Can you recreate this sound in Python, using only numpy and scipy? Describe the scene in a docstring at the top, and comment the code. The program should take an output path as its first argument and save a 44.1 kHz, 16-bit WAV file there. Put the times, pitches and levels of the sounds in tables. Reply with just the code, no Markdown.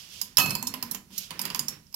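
"""A soft swish of a hand and one light click, then a snap: a gas cooker's mechanical timer is being wound,
close by in a small kitchen. The snap jogs the timer's bell and sets panel and sheet metal vibrating.
The mechanism slips on in small uneven clicks, each an impulse that excites spring, knob, panel and cabinet.
Friction makes the gears rasp faintly as the knob turns, and the hand swishes again between twists."""
import sys
import numpy as np
from scipy import signal
from scipy.fft import rfft, irfft
from scipy.io import wavfile
from scipy.ndimage import uniform_filter1d

SR = 44100
rng = np.random.default_rng(int(sys.argv[2]) if len(sys.argv) > 2 else 0)


def transcribe(signal):
    """Save signal, clipped to [-1, 1], as a 16-bit WAV file at the path in sys.argv[1]."""
    frames = np.atleast_2d(signal).T
    limited = np.clip(frames, -1, 1)
    pcm = np.round(limited * 32767).astype(np.int16)
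    wavfile.write(sys.argv[1], SR, pcm)


N = 85995

# Reverberation time of the kitchen: f/Hz, t60/s
ROOM_T60 = [(150, 0.42), (800, 0.52), (2500, 0.24), (6000, 0.23), (15000, 0.18)]
# Left-right coherence of the diffuse field: f/Hz, coherence (0-1)
COHERENCE = [(60, 0.78), (250, 0.88), (600, 0.49), (1500, 0), (4000, 0.06)]
# Response of the farther, duller left microphone: f/Hz, gain/dB
LEFT_RESPONSE = [(60, -2), (700, -3), (1300, -4.5), (2400, -9), (4500, -10.5), (15000, -10.5)]
# Spectral densities of the noises: f/Hz, relative level/dB
AIR_SPECTRUM = [(20, -22), (45, 5), (110, 4.5), (190, 3), (400, -19), (1000, -21.5), (3000, -32.5),
                (5300, -12), (8500, -20.5), (12000, -15), (16000, -24)]
GEAR_SPECTRUM = [(60, -35.5), (160, 11.5), (230, 3), (400, 1.5), (650, -5), (1000, -1.5), (1500, 1.5),
                 (2300, 2.5), (3500, -1.5), (5300, -3.5), (8000, -15), (16000, -16.5)]
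HAND_SPECTRUM = [(200, -20.5), (1000, -17), (2000, -12.5), (2900, 1.5), (3900, -2.5), (5200, 1.5),
                 (7000, -5), (8400, -10.5), (12500, -9), (16000, -17)]
SHUDDER_SPECTRUM = [(30, -19), (85, 1.5), (170, 10.5), (330, -3.5), (520, -5.5), (750, -1), (1280, -1.5),
                    (1700, -7.5), (2700, -12), (3700, -2.5), (5200, 3.5), (7100, -4.5), (8300, 2),
                    (12000, -9), (16000, -2.5)]
BOOM_SPECTRUM = [(30, -4.5), (60, -25), (110, -2.5), (155, -11), (205, 2), (270, -1.5), (360, -9),
                 (600, -20.5), (1500, -23.5)]
KNOCK_SPECTRUM = [(200, -19.5), (550, -8), (800, -6.5), (1000, 4), (1500, -4), (2200, 0.5), (3000, 6),
                  (3700, -5.5), (5000, -12)]
CRACK_SPECTRUM = [(2000, -49), (3800, -9.5), (6100, -8), (7050, 1), (8200, -13), (9600, -3.5),
                  (10500, -8.5), (12200, 4), (13600, -10), (15500, -9)]
# Envelopes of the gears' rasp and the hand's swish: t/s, level/dB
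GEAR_ENVELOPE = [(0, -59), (.4, -60), (.55, -52.5), (.97, -47), (1.05, -69.5), (1.29, -59), (1.32, -42.5),
                 (1.38, -46), (1.46, -39.5), (1.62, -45), (1.68, -53.5), (1.73, -45), (1.82, -63),
                 (1.95, -77)]
HAND_ENVELOPE = [(0, -41), (.08, -48), (.14, -41.5), (.21, -42), (.3, -53), (.4, -63), (1.09, -69),
                 (1.13, -46), (1.18, -39.5), (1.24, -39), (1.3, -51.5), (1.36, -71), (1.95, -63.5)]
# Decay time of the cooker's sheet metal: f/Hz, t60/s
METAL_T60 = [(80, 1), (400, 0.8), (1500, 0.87), (5000, 0.42), (14000, 0.12)]
# Modes of the hollow front panel: f/Hz, relative level/dB, t60/s
PANEL_MODES = [(785.4, -11.5, 0.083), (909, -5.5, 0.057), (936, -10.5, 0.16), (1006, -5.5, 0.19),
               (1069, -15, 0.14), (1056, -15.5, 0.072)]
# The front panel's low tones and the bell's high partials, ringing together after the snap:
# f/Hz, relative level/dB, t60/s
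SNAP_RING_MODES = [(1256, -8.5, 0.32), (1278, -12.5, 0.23), (771, -18, 0.37), (1057, -17, 0.26),
                   (2587, -0.5, 0.51), (2615, -2.5, 0.41), (3040, -1.5, 0.12), (4276, -9.5, 0.83),
                   (5158, -34, .25), (6400, -22, 0.41), (6540, -5.5, 0.18), (9070, -24, 1),
                   (11693, 1.5, 0.32), (14995, -17, 0.35)]
# Jolts of panel and bell: t/s, gain/dB
RING_JOLTS = [(.383, -17.5), (0.508, -40)]
# Slips of the mechanism, with relative levels: t/s, slip time/s, ring f/Hz, ring level/dB,
# crack level/dB, knock level/dB, panel level/dB, boom f/Hz, boom level/dB
SLIPS = [ (0.2139, 0.0017, 5145, -25.5, -22.5, -42, -44, 201.3, -50),
         (.3707, .0011, 5260, -12, -15.5, -28, -38, 100, -36),
         (0.3817, 0.0022, 5270, -24, -14, -18.5, -24.5, 150.5, -42),
         (0.4009, 0.00073, 5030, -24, -26.5, -23.5, -44, 194.2, -35.5),
         (0.4595, 0.001, 5470, -41, -28, -31, -40, 148.5, -32),
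         (0.4954, 0.00098, 4900, -38, -35, -43, -61, 119.7, -38),
         (.5062, .0009, 5060, -28, -26, -32, -44, 193, -35),
         (0.5519, .0009, 4900, -25.5, -24.5, -36.5, -31.5, 213, -43),
         (.6266, 0.00081, 5560, -44.5, -27.5, -43, -34, 240.4, -37),
         (0.6694, 0.0027, 5360, -26, -26, -43, -38.5, 271.4, -41),
         (.739, 0.0014, 5040, -34, -30.5, -31.5, -35.5, 255, -41),
         (0.8262, 0.00082, 5050, -26.5, -25.5, -36, -33.5, 236.3, -37.5),
         (0.9108, 0.0024, 5725, -36, -25.5, -56, -43.5, 189.8, -45),
         (0.9463, 0.0014, 5320, -48, -28, -36, -46, 194, -43.5),
         (1.104, 0.0025, 5200, -65.5, -59, -57, -56.5, 193.5, -45.5),
         (1.178, 0.0028, 5710, -30.5, -25.5, -57, -63, 189.7, -61),
         (1.3064, 0.001, 4580, -36, -34.5, -35.5, -41, 182.7, -47.5),
         (1.3927, .0011, 5170, -28, -28, -34, -37, 190, -46),
         (1.4143, .0016, 5000, -32, -26, -44, -50, 230, -50),
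         (1.4527, .0011, 5060, -29, -27.5, -33, -37, 187, -41),
         (1.502, 0.00067, 5000, -31.5, -36.5, -34, -38.5, 155.4, -45),
         (1.5474, 0.00037, 5060, -26, -27, -31, -35, 228, -44),
         (1.5579, 0.0012, 5350, -54, -31.5, -41.5, -58, 226, -49),
         (1.5925, .0011, 5120, -22.5, -21.5, -34, -42, 149, -38),
         (1.682, 0.0021, 5420, -23.5, -26.5, -42, -56, 150.8, -41.5),
         (1.867, .001, 5350, -55, -70, -79, -76, 198, -75),
         (1.9267, 0.00075, 5240, -51.5, -50.5, -59, -72, 190, -72),
         (1.9415, 0.003, 5230, -29, -31.5, -48.5, -40, 190, -65)]


def amp(db):
    """Amplitude ratio from a level in decibels."""
    return 10 ** (np.asarray(db) / 20)


def unit(x):
    """Normalisation to an rms of 1."""
    return x / np.sqrt(np.mean(x ** 2) + 1e-20)


def read(points, hz):
    """Interpolation on a logarithmic frequency axis."""
    f, value = np.transpose(points)
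    return np.interp(np.log(hz + 1), np.log(f + 1), value)


def rise(rise_s, count=SR):
    """Exponential approach to full amplitude."""
    return 1 - np.exp(-np.arange(count) / SR / rise_s)


def decay(t60, count=SR):
    """Exponential damping: 60 dB lost in t60 seconds."""
    return amp(-60 * np.arange(count) / SR / t60)


def add(mix, start_s, sound):
    """Superposition: a sound joins the mix at its starting time."""
    part = mix[..., round(start_s * SR):][..., :sound.shape[-1]]
    part += sound[..., :part.shape[-1]]


def colour(x, spectrum, size=4096):
    """Minimum-phase filtering: the phase follows from the log gain by a Hilbert transform."""
    hz = abs(np.fft.fftfreq(size, 1 / SR))
    log_gain = np.log(amp(read(spectrum, hz)))
    response = np.exp(np.conj(signal.hilbert(log_gain)))
    taps = np.fft.ifft(response).real[:size // 2]
    return np.apply_along_axis(lambda v: signal.fftconvolve(v, taps)[:len(v)], -1, x)


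def diffuse(count):
    """Diffuse-field white noise: coherent at two points in the bass, independent in the treble."""
    common, separate = rfft(rng.standard_normal((2, count)))
    coherence = np.clip(read(COHERENCE, np.fft.rfftfreq(count, 1 / SR)), 0, 1)
    left = coherence * common + np.sqrt(1 - coherence ** 2) * separate
    return irfft(np.array([left, common]), count)


def die_away(x, t60s, size=256):
    """Frequency-dependent damping: each band decays at its own rate."""
    hz, t, bands = signal.stft(x, SR, nperseg=size)
    damped = bands * amp(-60 * t / read(t60s, hz)[:, None])
    return signal.istft(damped, SR, nperseg=size)[1][..., :x.shape[-1]]


def sine(hz):
    """One second of simple harmonic motion in random phase."""
    return np.sin(2 * np.pi * (hz * np.arange(SR) / SR + rng.random()))


def modes(table):
    """Free vibration as a sum of damped normal modes."""
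    return sum(amp(db) * decay(t60) * sine(hz) for hz, db, t60 in table)


def kitchen_air():
    """Ambient noise: the still room holds a faint, steady diffuse field."""
    return amp(-58.5) * unit(colour(diffuse(N), AIR_SPECTRUM))


def kitchen_paths(count=SR // 2):
    """Impulse response: direct sound, early scatter from cooker and hand, and reverberation."""
    scatter = diffuse(count) * decay(0.049, count) * rise(0.0016, count)
    tail = die_away(diffuse(count), ROOM_T60) * rise(0.0076, count)
    paths = (amp(-6.5) * unit(scatter) + amp(-9.5) * unit(tail)) / np.sqrt(count)
    paths[0] *= amp(3)  # the left hears more reflections, and a later, weaker direct sound
    paths[0, round(0.00004 * SR)] += 0.75
    paths[1, 0] += 1
    return paths


def friction(envelope, spectrum, grain_db, grain_s):
    """Sliding friction: noise whose strength flickers as the surfaces catch."""
    pole = np.exp(-1 / (grain_s * SR))
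    flicker = unit(signal.lfilter([1 - pole], [1, -pole], rng.standard_normal(N)))
    noise = diffuse(N) * amp(grain_db * flicker)
    level_db = np.interp(np.arange(N) / SR, *np.transpose(envelope))
    return amp(level_db) * unit(colour(noise, spectrum))


def shudder(snap_s=0.383):
    """High modal density: after the snap the sheet metal rings as decaying noise."""
    out = np.zeros((2, N))
    metal = unit(colour(diffuse(SR), SHUDDER_SPECTRUM))
    add(out, snap_s, amp(-22) * rise(0.0017) * die_away(metal, METAL_T60))
    return out


def snap_ring():
    """Modal ringing of the jolted panel (low tones) and bell (high partials), unlike on the two sides."""
    out = np.zeros((2, N))
    for start_s, db in RING_JOLTS:
        right = modes(SNAP_RING_MODES)
        left = 0.73 * right + 0.88 * modes(SNAP_RING_MODES)
        add(out, start_s, amp(db) * rise(0.0095) * np.array([left, right]))
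    return out


def cabinet_boom(hz):
    """Resonance: one low mode of the cabinet stands out of a dull rumble."""
    tone = amp(-2) * sine(hz)
    rumble = amp(-5) * unit(colour(diffuse(SR), BOOM_SPECTRUM))
    return rise(0.0053) * decay(t60=0.53) * (tone + rumble)


def spring_ring(slip, hz, bandwidth_hz=1040, pitch_spread=0.053):
    """A damped resonator: the spring swells with the slip and dies quickly, its pitch wavering."""
    wander = unit(uniform_filter1d(rng.standard_normal(len(slip)), size=14))
    swell = signal.lfilter([1], [1, -np.exp(-np.pi * bandwidth_hz / SR)], slip ** 2)
    pitch_hz = hz * (1 + pitch_spread * wander)
    return swell * np.sin(2 * np.pi * np.cumsum(pitch_hz) / SR)


def knob_crack(slip, grit, ring_hz):
    """A short pulse has a broad spectrum: the plastic knob cracks, in a new colour each time."""
    stretch = (ring_hz / 5100) ** 0.31  # a higher ring goes with a brighter crack
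    spectrum = [(hz * stretch, db + 3 * rng.standard_normal()) for hz, db in CRACK_SPECTRUM]
    return colour(np.tanh(grit) * slip ** 0.34, spectrum)


def click(slip_s, ring_hz, ring_db, crack_db, knock_db, size=4096, attack_s=0.0069):
    """Impulsive excitation: one gritty slip rings the spring, cracks in the knob and knocks its mount."""
    t = np.arange(size) / SR
    grit, thud = rng.standard_normal((2, size))
    slip = (t / slip_s) ** 2 * np.exp(-2 * t / slip_s)
    ring = spring_ring(slip, ring_hz)
    crack = knob_crack(slip, grit, ring_hz)
    knock = colour(thud * np.exp(-t / 0.0082), KNOCK_SPECTRUM)
    paths = kitchen_paths()
    out = 0
    for part, db in [(ring, ring_db), (crack, crack_db + 2), (knock, knock_db)]:
        heard = signal.fftconvolve(part[None], paths, axes=1)
        attack = heard[1, :round(attack_s * SR)]  # its rms on the nearer side sets the level
        out += amp(db) * heard / np.sqrt(np.mean(attack ** 2) + 1e-20)
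    return out


def ratchet():
    """Structure-borne sound: every slip clicks and leaves the panel and cabinet vibrating."""
    out = np.zeros((2, N))
    for start_s, *strike, panel_db, boom_hz, boom_db in SLIPS:
        add(out, start_s, click(*strike))
        add(out, start_s, amp(panel_db) * rise(0.00033) * modes(PANEL_MODES))
        add(out, start_s, amp(boom_db) * cabinet_boom(boom_hz))
    return out


def scene():
    """Superposition of all sources; the left microphone hears the whole scene quieter and duller than the
    right."""
    gears = friction(GEAR_ENVELOPE, GEAR_SPECTRUM, grain_db=1.2, grain_s=0.001)
    hand = friction(HAND_ENVELOPE, HAND_SPECTRUM, grain_db=0.3, grain_s=0.0023)
    left, right = kitchen_air() + gears + hand + ratchet() + snap_ring() + shudder()
    return np.array([colour(left, LEFT_RESPONSE), right])


def record(dry):
    """Limits of bandwidth and amplitude: a low cut, clipping at full scale, then a high cut."""
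    low_cut = signal.butter(3, 30, "high", fs=SR, output="sos")
    high_cut = signal.firwin(301, 15900, window=("kaiser", 8), fs=SR)
    clipped = np.clip(signal.sosfilt(low_cut, dry), -1, 1)
    return signal.oaconvolve(clipped, high_cut[None], "same", axes=1)


dry = scene()
out = record(dry)
transcribe(out)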